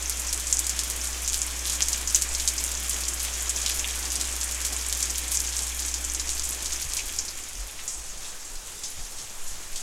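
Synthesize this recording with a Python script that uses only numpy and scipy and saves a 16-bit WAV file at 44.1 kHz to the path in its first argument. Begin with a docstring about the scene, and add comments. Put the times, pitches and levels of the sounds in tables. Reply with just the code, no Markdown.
"""A wooded yard in steady rain, from an open doorway, one handheld microphone. Fat drops from the eaves smack
the ground close by, each a click and a little spray. Further out, fine patter on leaves and the wash of far
rain; underneath, a mains hum and hand rumble. Near 7 s the microphone is moved and falls into the shelter of
the room: rain and hum fade, the drops echo, and the handling thuds softly."""
import sys
import numpy as np
from scipy import signal
from scipy.fft import rfft, irfft, next_fast_len
from scipy.io import wavfile
from scipy.ndimage import uniform_filter1d

SR = 44100
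rng = np.random.default_rng(int(sys.argv[2]) if len(sys.argv) > 2 else 0)


def unload_audio(sound):
    """Save the sound as a 16-bit wav file, at the path given as the first command line argument."""
    columns = np.transpose(np.atleast_2d(sound))
    # keep every value between -1 and 1, then stretch to whole-number steps
    steps = np.round(np.clip(columns, -1, 1) * 32767)
    wavfile.write(sys.argv[1], SR, steps.astype(np.int16))


N = 433062
TIME = np.arange(N) / SR


# the fattest drops, close by: t/s, relative level/dB, f/Hz, width/octaves, relative spray level/dB
EAVES_DROPS = [(0.0973, -1.5, 8740, 0.46, -30), (0.198, -9, 8650, .35, -24),
               (0.3285, -4.5, 6900, 0.42, -22), (0.5275, 1.5, 6900, .21, -22), (0.5705, -5, 6640, .24, -28),
               (0.5926, 0.5, 8150, .3, -27), (0.6685, -5.5, 7500, 0.42, -26),
               (0.695, -4.5, 6450, 0.24, -23), (0.7921, -2, 6000, 0.43, -27), (0.836, -7.5, 7400, .42, -29),
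               (0.901, -5.5, 8300, .45, -26), (1.278, -7.5, 6750, 0.23, -15.5), (1.332, -7, 6000, .42, -26),
               (1.344, -5, 5200, .34, -25), (1.4178, -3.5, 7000, 0.23, -28), (1.655, -9, 4930, 0.54, -24),
               (1.6716, -9.5, 6140, .6, -17), (1.6983, -6.5, 6600, 0.45, -21), (1.8068, -4, 3700, .8, -27),
               (1.8218, -2, 6100, 0.24, -21.5), (1.8854, -3, 7500, 0.43, -23), (1.931, -4, 6140, 0.31, -20),
               (2.0753, -9, 6300, .16, -17), (2.1475, 2, 6640, .17, -20), (2.16, -1, 7200, 0.68, -26),
               (2.2216, -1, 7200, 0.38, -24), (2.35, -6, 5870, .29, -21.5), (2.399, -7, 5300, 0.48, -23),
               (2.4769, 1, 6300, 0.34, -21), (2.5804, -10.5, 6000, .23, -16), (2.64, -4, 8300, 0.31, -26),
               (2.8962, -4, 8500, .32, -25), (3.037, -11, 5200, .3, -23), (3.083, -8.5, 7440, 0.3, -17),
               (3.2501, -8.5, 5000, 1, -28), (3.4952, -5, 7400, 0.24, -18.5), (3.6626, -3, 5130, 0.43, -21),
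               (3.6982, -6, 3930, 0.72, -24), (3.7944, -11, 6700, .13, -15.5),
               (3.8445, -13.5, 2900, .24, -22), (4.12, -8, 7300, 0.44, -21), (4.156, -9.5, 8650, 0.13, -21),
               (4.413, -8, 6350, 0.29, -20), (4.649, -11, 6900, .5, -14), (4.927, -1.5, 6340, .5, -29),
               (5.005, -8.5, 7100, .5, -21), (5.0274, -3, 6700, .28, -22.5), (5.1827, -4, 8300, 0.65, -25),
               (5.3184, -6, 8200, 0.44, -19), (5.347, -7.5, 7600, .29, -16), (5.3725, -4.5, 6400, .16, -24),
               (5.404, -4.5, 6500, .33, -30), (5.567, -8.5, 6800, .25, -18.5),
               (5.592, -5.5, 6000, .41, -27), (5.9415, -6.5, 6200, 0.28, -23),
               (6.1486, -6.5, 6860, 0.27, -23), (6.1977, -7.5, 5900, 0.3, -21.5),
               (6.2928, -5, 6100, .37, -26), (6.3965, -6, 6150, 0.3, -28), (6.6595, -9, 5950, .36, -19),
               (6.936, -5, 6600, 0.42, -32), (6.968, -11, 6000, 0.39, -15.5), (6.99, -22.5, 2500, .15, -11),
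               (7.094, -23, 2900, .22, -20), (7.187, -16, 6030, 0.18, -9.5),
               (7.282, -18, 5200, 0.21, -13.5), (7.793, -21, 2800, 0.55, -27),
               (7.879, -12.5, 6640, 0.2, -18), (8.246, -22.5, 5200, .5, -18),
               (8.836, -17.5, 6050, 0.35, -15), (9.185, -23, 5870, 0.45, -15),
               (9.476, -24, 7800, .32, -13.5), (9.758, -19.5, 5730, 0.44, -12.5)]
def eaves_drops(level_db=-0.83, early_s=.0011):
    """Close: fat drops from the eaves hit the ground, each with its own size and pitch."""
    out = np.zeros(N)
    for s, db, hz, octaves, spray_db in EAVES_DROPS:
        add(out, s - early_s, gain_of(db + level_db) * drop(hz, octaves, spray_db))
    return out


def drop(hz, octaves, spray_db, touch_db=-13, lead_s=.001, echo_db=-13, spray_s=0.014,
         mist_db=-14, mist_s=0.023, clumpy_db=3.0, droplet_db=9, size=3000):
    """A light first touch, the smack, echoes from wall and step, then spray and falling droplets."""
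    t = np.arange(size) / SR
    click = smack(hz, octaves)
    scatter = rng.standard_normal(size)
    scatter *= gain_of(clumpy_db * np.repeat(rng.standard_normal(size), 40)[:size])
    spray = evened(np.convolve(scatter, click)[:size])
    fade = (t > 2 * lead_s) * (np.exp(-t / spray_s) + gain_of(mist_db) * np.exp(-t / mist_s))
    out = gain_of(spray_db + 2.0) * spray * fade
    add(out, 0, gain_of(touch_db) * click)
    add(out, lead_s, click * rng.choice([-1, 1]))
    for echo_s in rng.uniform([.003, .005], [.0038, .0062]):
        add(out, echo_s, gain_of(echo_db) * click)
    droplet = smack(1.3 * hz, octaves + 0.14)  # smaller, so brighter
    for fall_s, weight in rng.uniform([.005, .3], [.024, 1], (2, 2)):
        add(out, fall_s, weight * gain_of(spray_db + droplet_db) * droplet)
    return out


# colour that the microphone gives every impact: f/Hz, level/dB
MIC_COLOUR = [(1500, 6.5), (3300, 9), (4400, 5.5), (5600, 5.5), (7000, 8.5), (9000, 5.5), (12000, 4.5),
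              (14000, 0), (16000, -7), (22000, -30)]
def smack(hz, octaves, skirt_db=-23, skirt_reach=2.2, size=512):
    """The click of one impact, envelope peak 1: a few cycles around hz, with a sudden start."""
    f = np.abs(np.fft.fftfreq(size, 1 / SR)) + 1
    hump = np.exp(-(np.log2(f / hz) / max(octaves, .1)) ** 2 / 4)
    skirt = gain_of(skirt_db) / (1 + (1200 / f) ** 2)
    skirt /= 1 + (f / (skirt_reach * hz)) ** 4  # the skirt falls away above the pitch, so lower drops are duller
    log_spectrum = np.log((hump + skirt) * gain_of(at_hz(MIC_COLOUR, f)) + 1e-4)
    minimum_phase = np.exp(np.conj(signal.hilbert(log_spectrum)))
    click = np.fft.ifft(minimum_phase).real[:size // 4]
    return click / np.abs(signal.hilbert(click)).max()


# strength of the rain at the microphone: t/s, far wash level/dB, patter level/dB (both relative)
RAIN_LEVELS = [(0, -42, -34), (2.8, -41.5, -34.5), (4.2, -41, -32), (5.9, -43, -33), (6.9, -43.4, -34),
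               (7.55, -47, -39.5), (8.3, -47, -39), (9.82, -46.5, -43)]
def yard_patter(leaves_db=-4, ticks_db=-6.0, drips_db=-6.5, taps_db=-5.5):
    """Out in the yard: patter on leaves, fine ticks, lesser drips, and dull taps that follow the wash."""
    wash_db, patter_db = follow(RAIN_LEVELS)
    leaves = patter(per_s=170, hz=6500, spread=0.25, size_db=7.5, width=0.22, spray_db=-21.5)
    ticks = patter(per_s=120, hz=8800, spread=0.31, size_db=9.5, width=0.31, spray_db=-25.5)
    drips = patter(per_s=18, hz=6800, spread=0.33, size_db=2.0, width=.3, spray_db=-21, count=120)
    taps = patter(per_s=110, hz=3160, spread=0.51, size_db=6.0, width=0.58, spray_db=-22.5)
    bright = gain_of(leaves_db) * leaves + gain_of(ticks_db) * ticks + gain_of(drips_db) * drips
    return gain_of(patter_db) * bright + gain_of(wash_db + taps_db) * taps


def patter(per_s, hz, spread, size_db, width, spray_db, count=200):
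    """Drops at random moments, many small and a few large, up to spread octaves either side of hz."""
    kinds = [drop(hz * 2 ** octave, width * rng.uniform(0.45, 1.9), spray_db)
             for octave in np.linspace(-spread, spread, count)]
    out = np.zeros(N)
    for when, kind, chance in rng.random((int(per_s * N / SR), 3)):
        size = min(-np.log(chance), np.e)
        add(out, when * N / SR, gain_of(size_db * size) * kinds[int(kind * count)])
    return evened(out)


# far rain as heard in the doorway, and in the room: f/Hz, spectral level/dB
DOOR_WASH = [(40, 8), (110, -5), (150, -4.5), (180, -2), (330, 1), (460, -1.5), (1400, -1), (3200, -1.5),
             (4400, -3), (6800, 5.5), (9000, -1), (12000, -6), (16000, -21.5)]
ROOM_WASH = [(40, 14), (110, 2.5), (240, -2), (360, 1), (1100, 1), (2000, -2), (4400, -1.5), (6800, 3.5),
             (9000, -2), (12000, -6.5), (15000, -21), (16000, -14)]
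# resonances of the doorway: f/Hz, width/Hz, lift/dB
DOOR_RESONANCES = [(1060, 150, 1.5), (1690, 230, 2.5), (2380, 480, 4), (3280, 390, 3.5)]
def far_wash(inside, door_db=6.5, room_db=4.5, patchy_db=1.0):
    """Far off: countless drops merge to a hiss that drifts in patches; the doorway colours it."""
    def door_colour(f):
        lift = sum(db / (1 + (2 * (f - hz) / width) ** 2) for hz, width, db in DOOR_RESONANCES)
        return at_hz(DOOR_WASH, f) + lift

    door = gain_of(door_db) * noise(door_colour)
    room = gain_of(room_db) * noise(lambda f: at_hz(ROOM_WASH, f))
    hiss = np.sqrt(1 - inside) * door + np.sqrt(inside) * room
    bands = signal.stft(hiss, nperseg=512)[2]
    patches = uniform_filter1d(rng.standard_normal(bands.shape), 14, axis=0)  # smooth in frequency
    patches = evened(uniform_filter1d(patches, 8, axis=1))  # and in time
    drifting = signal.istft(bands * gain_of(patchy_db * patches), nperseg=512)[1][:N]
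    return gain_of(follow(RAIN_LEVELS)[0]) * drifting


# decay of the room behind the doorway: f/Hz, t60/s
ROOM_DECAY = [(500, 0.57), (3000, 0.2), (7000, 0.32), (14000, 0.43)]
def room_echo(x, build_s=0.0013, dull_hz=10000):
    """Indoors: a dense tail, dulled by the walls, in which each band dies at its own speed."""
    hz, t, bands = signal.stft(rng.standard_normal(SR // 2), SR, nperseg=256)
    decay = gain_of(-60 * t / at_hz(ROOM_DECAY, hz)[:, None])
    build = 1 - np.exp(-t / build_s)
    walls = 1 / np.sqrt(1 + (hz[:, None] / dull_hz) ** 6)
    tail = signal.istft(bands * decay * build * walls, SR, nperseg=256)[1]
    return signal.fftconvolve(x, tail / np.linalg.norm(tail))[:N]


# partials of the hum: harmonic number, relative level/dB
HUM_HARMONICS = [(1, -3.5), (3, -32), (5, -27)]
def mains_hum(mains_hz=60, level_db=-37.5, leave_s=5.93, reach_s=1.13):
    """By the door: a mains tone whose field falls with distance cubed as the microphone moves off."""
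    distance = np.hypot(1, np.maximum(TIME - leave_s, 0) / reach_s)
    tone = sum(gain_of(db) * np.sin(2 * np.pi * mains_hz * k * TIME) for k, db in HUM_HARMONICS)
    return gain_of(level_db) * evened(tone) / distance ** 3


# rumble of air and hand: t/s, relative level/dB
RUMBLE_LEVELS = [(0, -48), (1, -50), (2.1, -36.5), (3.1, -44.5), (5.4, -48.5), (6.3, -41), (7.5, -41),
                 (8.6, -42), (9.82, -30.5)]
# colour of that rumble: f/Hz, spectral level/dB
RUMBLE_SPECTRUM = [(2, -3.5), (9, 12.5), (16, 0), (28, -16), (42, -29), (70, -25), (130, -52), (400, -90)]
# soft bumps of the hand: t/s, level/dB, f/Hz, length/s
HAND_BUMPS = [(6.817, -37, 69.44, 0.066), (6.83, -44, 133, 0.056), (6.845, -33, 29, .11),
              (6.993, -34.5, 32, 0.13), (7.531, -30, 43, 0.16), (7.921, -38.5, 50, 0.16),
              (8.076, -36, 32, 0.12), (8.46, -31, 21.2, .2), (8.943, -42, 68, 0.096),
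              (8.972, -46, 157, 0.041), (8.96, -34, 23.2, .15), (9.22, -49.5, 115, 0.05),
              (9.477, -37, 43, 0.072)]
def handling(rumble_db=-1):
    """On the microphone itself: deep rumble of air and hand, and dull bumps as it is carried."""
    rumble = noise(lambda f: at_hz(RUMBLE_SPECTRUM, f))
    out = gain_of(follow(RUMBLE_LEVELS)[0] + rumble_db) * rumble
    for s, db, hz, length in HAND_BUMPS:
        t = np.arange(0, length, 1 / SR)
        swell = np.sin(np.pi * t / length) ** 2
        add(out, s, gain_of(db) * swell * np.sin(2 * np.pi * (hz * t + rng.random())))
    return out


def gain_of(db):
    """Decibels to amplitude."""
    return 10 ** (np.asarray(db) / 20)


def evened(x):
    """Scales to rms 1."""
    return x / np.sqrt(np.mean(x ** 2) + 1e-20)


def follow(rows):
    """The columns of a time table, interpolated at every sample."""
    s, *columns = np.transpose(rows)
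    return [np.interp(TIME, s, column) for column in columns]


def at_hz(points, hz):
    """A frequency table, interpolated on a log axis."""
    f, value = np.transpose(points)
    return np.interp(np.log(hz + 1), np.log(f + 1), value)


def add(mix, s, sound):
    """Mixes a sound in at time s."""
    part = mix[max(round(s * SR), 0):][:len(sound)]
    part += sound[:len(part)]


def noise(colour_db):
    """Noise of rms 1 whose spectrum is the function colour_db(Hz)."""
    size = next_fast_len(N)
    hz = np.fft.rfftfreq(size, 1 / SR)
    spectrum = rfft(rng.standard_normal(size)) * gain_of(colour_db(hz))
    return evened(irfft(spectrum, size)[:N])


# shelter of the microphone: t/s, shelter (0 open in the doorway, 1 fully in the room's shelter)
MIC_PATH = [(6.4, .015), (7.5, 0.32), (7.9, 0.86)]
def scene(door_wet_db=-16, room_wet_db=2, shade_db=-6.5):
    """From open doorway to shelter: the walls shade the patter and the echo takes over."""
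    inside = follow(MIC_PATH)[0]
    drops = yard_patter() * gain_of(shade_db * inside) + eaves_drops()
    wet = gain_of(door_wet_db + (room_wet_db - door_wet_db) * inside)
    mono = drops + wet * room_echo(drops) + far_wash(inside) + mains_hum() + handling()
    return np.array([mono, mono])


def record(dry, edge_hz=15950):
    """One microphone on both channels: full-scale limit, then the band limit."""
    limited = np.clip(dry, -1, 1)
    lowpass = signal.firwin(511, edge_hz, window=("kaiser", 9), fs=SR)
    return signal.oaconvolve(limited, lowpass[None], "same")


dry = scene()
out = record(dry)
unload_audio(out)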